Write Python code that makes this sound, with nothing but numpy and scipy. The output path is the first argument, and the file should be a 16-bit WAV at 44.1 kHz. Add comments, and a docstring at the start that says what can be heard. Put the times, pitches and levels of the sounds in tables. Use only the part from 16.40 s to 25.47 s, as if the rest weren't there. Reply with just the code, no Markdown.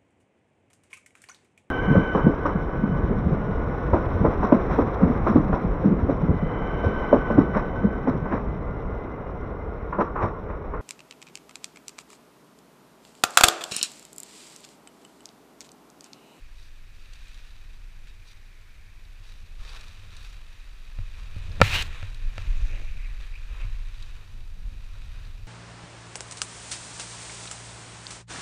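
"""On a dry field, a nylon parachute is gathered up, heard from a small body-worn camera.
The cloth rustles as it slides, crinkles as it buckles, and zips as it rubs on cloth and cord.
Folds bump the camera and set its case and mount ringing; the hardest bump overloads the microphone,
and the cloth then drags across the case. Wind buffets the microphone and sings faintly in the
parachute's lines, over the soft hiss of the open field."""
import sys
import numpy as np
from scipy import signal
from scipy.fft import rfft, irfft, next_fast_len
from scipy.io import wavfile
from scipy.ndimage import uniform_filter1d

SR = 44100
rng = np.random.default_rng(int(sys.argv[2]) if len(sys.argv) > 2 else 0)


def wrap_up_sound(samples):
    """Save the sound to the file named by the first command line argument, as 16-bit audio."""
    columns = np.atleast_2d(samples).T
    # keep every value between -1 and 1, then stretch to whole-number steps
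    tamed = np.clip(columns, -1, 1)
    steps = np.round(tamed * 32767).astype(np.int16)
    wavfile.write(sys.argv[1], SR, steps)


N = 399987
T = np.arange(N) / SR
FFT_SIZE = next_fast_len(N, real=True)
HZ = np.fft.rfftfreq(FFT_SIZE, 1 / SR)


# The tone of sliding cloth, crisp crumpling and thick folds.
# Each row: frequency in Hz, relative level in dB.
SLIDE_TONE = [(500, -27), (1100, -9), (1700, 0), (2100, -3.5), (2500, 2), (3200, -6), (4000, -13.5),
              (5000, -26), (7000, -17.5), (15000, -40.5)]
CRISP_TONE = [(1500, -32), (3000, -1.5), (4200, -1.5), (5500, 0), (7000, -7.5), (8500, -8), (10000, -12.5),
              (12500, -15.5), (15000, -25)]
FOLD_TONE = [(150, -2.5), (300, -1.5), (500, 4.5), (750, -1), (1100, 7.5), (1400, 6), (2000, -4),
             (4000, -41)]

def cloth():
    """Sliding nylon hisses and buckles; taut cloth is crisp, thick bundles sound deep."""
    slide_db, crisp_db, fold_db = cloth_levels()
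    clicks = buckles(per_s=800, spread_db=4)
    case_db = case_resonance_db()
    # smooth sliding is steady; crisp crumpling sticks and slips, shaking all three sounds at once
    slip_db = wander(hz=70) * np.interp(crisp_db - slide_db, [-11, 0], [0.5, 1.7])
    slide = colour(noise() + 0.5 * clicks, SLIDE_TONE, case_db) * amp(slide_db + slip_db)
    crisp = colour(noise() + 0.5 * clicks, CRISP_TONE, case_db) * amp(crisp_db + 0.86 * slip_db)
    folds = colour(noise() + 0.34 * clicks, FOLD_TONE) * amp(fold_db + 0.86 * slip_db)
    return slide + crisp + folds


# How briskly the cloth is handled, in two lists: before and after it drags over the case.
# Each row: time in seconds, briskness in dB.
HANDLING = [
    [(0.0, -65.5), (0.53, -66), (0.82, -63.5), (2.45, -67), (3.24, -63.5), (3.38, -59.5), (4.38, -62.5),
     (5.18, -57)],
    [(5.47, -57), (5.73, -59.5), (6.22, -57.5), (6.52, -60.5), (7.54, -60), (8.13, -64.5), (8.73, -59.5),
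     (9.07, -64)],
]
# Armfuls pulled in. Each row: middle and length in seconds, then the levels in dB of sliding,
# crisp crumpling and thick folds.
ARMFULS = [(0.223, 0.19, -73, -61.5, -80), (0.886, 0.81, -60.5, -64, -82), (1.69, .07, -60.5, -65, -80),
           (1.899, 0.095, -64, -57, -76), (2.9, 0.26, -64, -62, -69), (3.326, 0.34, -55, -55.5, -57),
           (3.472, 0.29, -62, -62, -72), (3.85, 0.31, -58.5, -58.5, -67), (4.794, 0.067, -61, -63, -60),
           (5.563, 0.29, -48.5, -77, -55.5), (6.022, .22, -55, -64, -58), (6.832, 0.11, -57, -65, -69),
           (7.187, 0.27, -55.5, -75, -56), (7.63, 0.41, -60, -65, -72), (7.81, 0.12, -63, -70, -60.5),
           (8.556, .08, -71, -70, -62), (8.82, 0.21, -70, -69, -61.5)]

def cloth_levels():
    """Sliding, crumpling and folds, in dB: all grow with brisker handling and swell with each armful."""
    ordinary_db = -62
    brisk_db = follow(np.vstack(HANDLING))[0] - ordinary_db
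    slide_db, crisp_db, fold_db = -61.5 + 1.6 * brisk_db, -65.5 + brisk_db, -67.5 + 1.6 * brisk_db
    power = amp([slide_db, crisp_db, fold_db]) ** 2
    for middle, length, *levels_db in ARMFULS:
        power += np.outer(amp(levels_db), swell(middle, length)) ** 2
    return 10 * np.log10(power)


# Single creases that snap. Each row: start in seconds, strength in dB, brightness in dB.
CREASE_SNAPS = [(0.7347, -46.5, 0), (0.8814, -49, -4), (0.944, -43, -11), (1.6833, -50, -12),
                (2.6519, -47.5, -26), (3.2919, -33.5, -27), (3.4096, -34, -13), (3.482, -41.5, -13),
                (3.766, -41, -5.5), (5.1167, -39, -26), (5.423, -27, -4), (5.7445, -39.5, -9.5),
                (7.624, -36, -13.5), (8.852, -42.5, -21)]

def creases():
    """A crease lets go in a burst of noise a few milliseconds long."""
    t = np.arange(SR // 20) / SR
    burst = (np.exp(-t / 0.0028) + 0.1 * np.exp(-t / 0.0072)) * (1 - np.exp(-t / 0.00044))
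    body, edge = np.zeros(N), np.zeros(N)
    for start, db, bright_db in CREASE_SNAPS:
        add(body, start, amp(db - 1) * burst * noise(len(t)))
        add(edge, start, amp(db + bright_db + 4) * burst * noise(len(t)))
    body = signal.sosfilt(signal.butter(2, [2800, 5000], "band", fs=SR, output="sos"), body)
    edge = signal.sosfilt(signal.butter(2, [4500, 9000], "band", fs=SR, output="sos"), edge)
    return filtered(body + edge, amp(case_resonance_db()))


# Short rubs of cloth and cord. Each row: middle and length in seconds, level in dB, pitch in Hz,
# wobble as a share of the pitch.
RUBS = [(3.357, 0.078, -54.5, 1250, 0.2), (6.25, 0.71, -66.5, 6200, 0.093),
        (6.352, 0.14, -51.5, 2460, 0.09), (6.374, .2, -53.5, 469, 0.34), (6.488, 0.13, -53.5, 2406, 0.067),
        (6.642, 0.15, -54.5, 2347, 0.042), (6.962, 0.058, -49, 2440, 0.05),
        (7.222, 0.091, -51, 2460, 0.047)]

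def zips():
    """Threads tick across each other as a rub swells and fades; a faster pull sings higher."""
    out, drift = np.zeros(N), wander(hz=460)
    for middle, length, db, hz, wobble in RUBS:
        out += amp(db) * swell(middle, length) * fuzzy_tone(hz * (1 + wobble * drift), octave_db=-22)
    return out


# Folds hitting the camera. Each row: start in seconds, force in dB, contact time in milliseconds,
# push on the mount in dB.
BLOWS = [(4.588, -49, 0.089, -25.5), (4.9646, -44, 0.44, -23.5), (5.2036, -28, 0.17, -44),
         (5.2152, -2, 0.055, -11.5), (5.2174, -12.5, 0.17, -17), (5.629, -44, 0.041, -25.5),
         (5.981, -39, 0.036, -28), (7.247, -69, .8, -30.5)]
# The notes the case rings with. Each row: pitch in Hz, relative level in dB, seconds to fade by 60 dB.
CASE_NOTES = [(133, -7.5, 0.081), (173, 0, 0.026), (537, 2.5, 0.02), (698, -6, 0.011), (918, -13.5, 0.041),
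              (1347, 2, 0.022), (1756, -0.5, 0.02), (2060, 0, 0.014), (2357, 3.5, 0.015),
              (2720, -2.5, 0.018), (3880, -8, 0.024), (4600, -6, 0.013), (5640, -9.5, 0.0058),
              (7630, -10, .005)]
MOUNT_HZ, MOUNT_FADE_S = 97.1, 0.16

def bumps():
    """Each blow rings the case briefly and rocks the camera on its mount; soft blows are dull."""
    t, out = np.arange(SR // 3) / SR, np.zeros(N)
    case = sum(amp(db - 60 * t / fade) * np.cos(2 * np.pi * hz * t) for hz, db, fade in CASE_NOTES)
    case *= 1 + 0.86 * np.exp(-(t / 0.0033) ** 2)  # starts strong, then the landing cloth smothers it
    mount = amp(-60 * t / MOUNT_FADE_S) * np.sin(2 * np.pi * MOUNT_HZ * t)
    for start, force_db, contact_ms, push_db in BLOWS:
        contact = t * np.exp(-t * 1000 / contact_ms)
        ring = signal.fftconvolve(case, contact / contact.sum())[:len(t)]
        add(out, start, amp(force_db) * ring + amp(push_db) * mount)
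    overloaded = np.tanh(out)  # the hardest blow overloads the microphone, rounding off the crack
    return signal.sosfilt(signal.butter(2, 9060, "lowpass", fs=SR, output="sos"), overloaded)


# Cloth dragged over the case. Each row: time in seconds, level in dB, pitch of the zip in Hz.
DRAG_PATH = [(5.222, -36, 2500), (5.245, -29, 2500), (5.3, -32.5, 2550), (5.352, -24, 2600),
             (5.38, -29.5, 3050), (5.405, -30, 2750), (5.427, -30, 2600), (5.434, -43, 2500),
             (5.48, -48, 2500)]
# The tone of its scrape. Each row: frequency in Hz, relative level in dB.
SCRAPE_TONE = [(250, -14), (500, -12.5), (1200, -5.5), (2000, -2), (2800, -4.5), (3900, -3.5), (5000, -14),
               (6500, -15.5), (8500, -20.5), (11500, -28), (15000, -26)]

def drag():
    """Cloth scrapes over the case in gritty slips; it zips under pressure, higher as it slides faster."""
    level_db, hz = follow(DRAG_PATH)
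    scrape = colour(noise() + 0.8 * buckles(per_s=2000, spread_db=3), SCRAPE_TONE)
    zip_tone = fuzzy_tone(hz + 90 * wander(hz=150), octave_db=-22)
    pressure = amp(level_db - level_db.max())
    touching = (T > DRAG_PATH[0][0]) & (T < DRAG_PATH[-1][0])
    loudness = amp(level_db + 0.48 * wander(hz=116)) * touching
    return (amp(-2) * scrape + pressure ** 0.77 * zip_tone) * loudness


# Resonances of the case around the microphone. Each row: frequency in Hz, width in Hz, lift in dB.
CASE_RESONANCES = [(1840, 280, 2), (2480, 380, 3.5), (3840, 770, 10), (4640, 180, 7), (5840, 200, 3.5),
                   (6270, 290, 3.5), (7060, 180, 7), (7390, 380, -5), (8350, 500, 2.5)]

def case_resonance_db():
    """The peaks and the dip that the case puts on the brighter cloth sounds."""
    return sum(db / (1 + (2 * (HZ - hz) / width) ** 2) for hz, width, db in CASE_RESONANCES)


# Wind at the microphone. 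Each row: time in seconds, then the relative levels in dB of the slow
# buffeting and of the small fast swirls.
WIND_LEVELS = [(0.0, -44, -64.5), (1.64, -44, -62), (2.27, -48.5, -63.5), (3.28, -40, -57.5),
               (3.66, -47.5, -54.5), (4.37, -42, -67.5), (5.35, -33.5, -36.5), (5.61, -36, -53.5),
               (6.11, -35, -49), (6.24, -28.5, -46), (6.95, -35.5, -56), (9.07, -39.5, -50.5)]
# Gusts and lulls on top of it. Each row: middle and length in seconds, lift of the buffeting in dB.
GUSTS = [(1.448, 0.53, 2), (1.89, 0.16, -4.5), (3.203, 0.12, 4.5), (3.856, 0.53, 4), (4.614, 0.18, 7.5),
         (5.862, 0.12, 10.5), (5.97, .08, -4), (6.096, 0.12, 12), (6.196, 0.2, 7), (7.31, 0.43, 6),
         (7.856, .2, -9), (8.26, 0.094, 5.5)]
# The tone of the buffeting and of the swirls. Each row: frequency in Hz, relative level in dB.
BUFFET_TONE = [(10, -2), (20, 8.5), (32, 6.5), (45, -4.5), (65, -15), (100, -25.5), (200, -57)]
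SWIRL_TONE = [(40, -8.5), (70, 1.5), (105, -4), (135, -15), (190, -17.5), (260, -28.5), (400, -31),
              (800, -35), (4000, -73)]

def wind():
    """Large swirls of air thump the microphone; small ones roar and shake the mount."""
    buffet_db, swirl_db = follow(WIND_LEVELS)
    gust_db = sum(db * swell(middle, length) for middle, length, db in GUSTS)
    mount_db = 6 / (1 + ((HZ - MOUNT_HZ) / 10) ** 2)
    buffet = steadied(colour(noise(), BUFFET_TONE), seconds=0.088)
    swirls = steadied(colour(noise(), SWIRL_TONE, mount_db), seconds=0.14)
    buffet *= amp(buffet_db + 2.5 + gust_db)
    swirls *= amp(swirl_db + 5 + 0.27 * gust_db + 1.1 * wander(hz=14))  # gusts lift these less
    return buffet + swirls


# Wind in the parachute's lines. Each row: time in seconds, level in dB, pitch of the thin lines in Hz.
LINE_SONG = [(0, -67.5, 2420), (1.2, -69.5, 2450), (2.1, -66, 2300), (2.4, -65.5, 2320), (2.8, -68.5, 2500),
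             (3.3, -74, 2550), (5.5, -65.5, 2550), (6.3, -58, 2450), (7.2, -63.5, 2450), (7.9, -76.5, 2500)]

def singing_lines():
    """Air swirling off taut lines makes two faint hollow tones; thick lines sing lower."""
    level_db, hz = follow(LINE_SONG)
    thin = fuzzy_tone(hz * (1 + 0.035 * wander(hz=196.3)), octave_db=-30)
    thick = fuzzy_tone(0.74 * hz * (1 + 0.0599 * wander(hz=201.4)), octave_db=-28.5)
    return (thin + amp(-2) * thick) * amp(level_db)


# The tone of the open air. Each row: frequency in Hz, relative level in dB.
AIR_TONE = [(100, 15), (500, 2.5), (2500, 2.5), (6000, -5.5), (10000, -10.5), (15000, -13.5)]

def air():
    """Faint even hiss of the open field."""
    return amp(-62.5) * colour(noise(), AIR_TONE)


def buckles(per_s, spread_db):
    """Tiny clicks of buckling cloth: many small, a few large."""
    size = amp(spread_db * np.minimum(rng.exponential(1, N), 4))
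    return unit(size * rng.choice([-1, 1], N) * (rng.random(N) < per_s / SR))


def fuzzy_tone(hz, octave_db):
    """Nearly regular ticks of threads or air swirls blur into a fuzzy tone with a weak octave."""
    phase = 2 * np.pi * np.cumsum(hz) / SR
    return unit(wander(hz=258.3) * (np.cos(phase) + amp(octave_db) * np.cos(2 * phase)))


def noise(samples=N):
    """Plain white hiss."""
    return rng.standard_normal(samples)


def wander(hz):
    """Random drift up to a given rate."""
    return unit(filtered(noise(), 1 / (1 + (HZ / hz) ** 4)))


def swell(middle, length):
    """One smooth rise and fall, 0 to 1 and back."""
    return np.cos(np.pi * np.clip((T - middle) / length, -0.5, 0.5))


def steadied(x, seconds):
    """Evens out the slow swells of a noise and leaves its quick ones."""
    return x / np.sqrt(uniform_filter1d(x ** 2, int(seconds * SR)) + 1e-3)


def colour(x, tone, lift_db=0):
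    """Shapes x with a tone table, falling steeply beyond its ends; the result has strength 1."""
    hz, db = np.transpose(tone)
    curve_db = np.interp(np.log(HZ + 1), np.log(hz), db)
    roll_off = np.minimum(HZ / hz[0], 1) ** 2 / np.maximum(HZ / hz[-1], 1) ** 2
    return unit(filtered(x, amp(curve_db + lift_db) * roll_off))


def filtered(x, gain):
    """Applies a gain at every frequency."""
    return irfft(rfft(x, FFT_SIZE) * gain, FFT_SIZE)[:N]


def follow(rows):
    """Joins a table's timed rows with straight lines, one curve for each column after the time."""
    times, *columns = np.transpose(rows)
    return [np.interp(T, times, column) for column in columns]


def add(mix, start, sound):
    """Mixes a sound in at a start time in seconds."""
    part = mix[round(start * SR):][:len(sound)]
    part += sound[:len(part)]


def amp(db):
    """Decibels to gain."""
    return 10 ** (np.asarray(db) / 20)


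def unit(x):
    """Scales to an average strength (rms) of 1."""
    return x / np.sqrt(np.mean(x ** 2) + 1e-20)


def scene():
    """Everything that reaches the one microphone."""
    return (wind() + singing_lines() + cloth() + creases() + zips() + drag() + bumps() + air())[None]


def record(dry):
    """The camera cuts off the highest treble."""
    lowpass = signal.firwin(511, cutoff=15400, window=("kaiser", 9), fs=SR)
    return signal.oaconvolve(dry, lowpass[None], "same")


dry = scene()
out = record(dry)
wrap_up_sound(out)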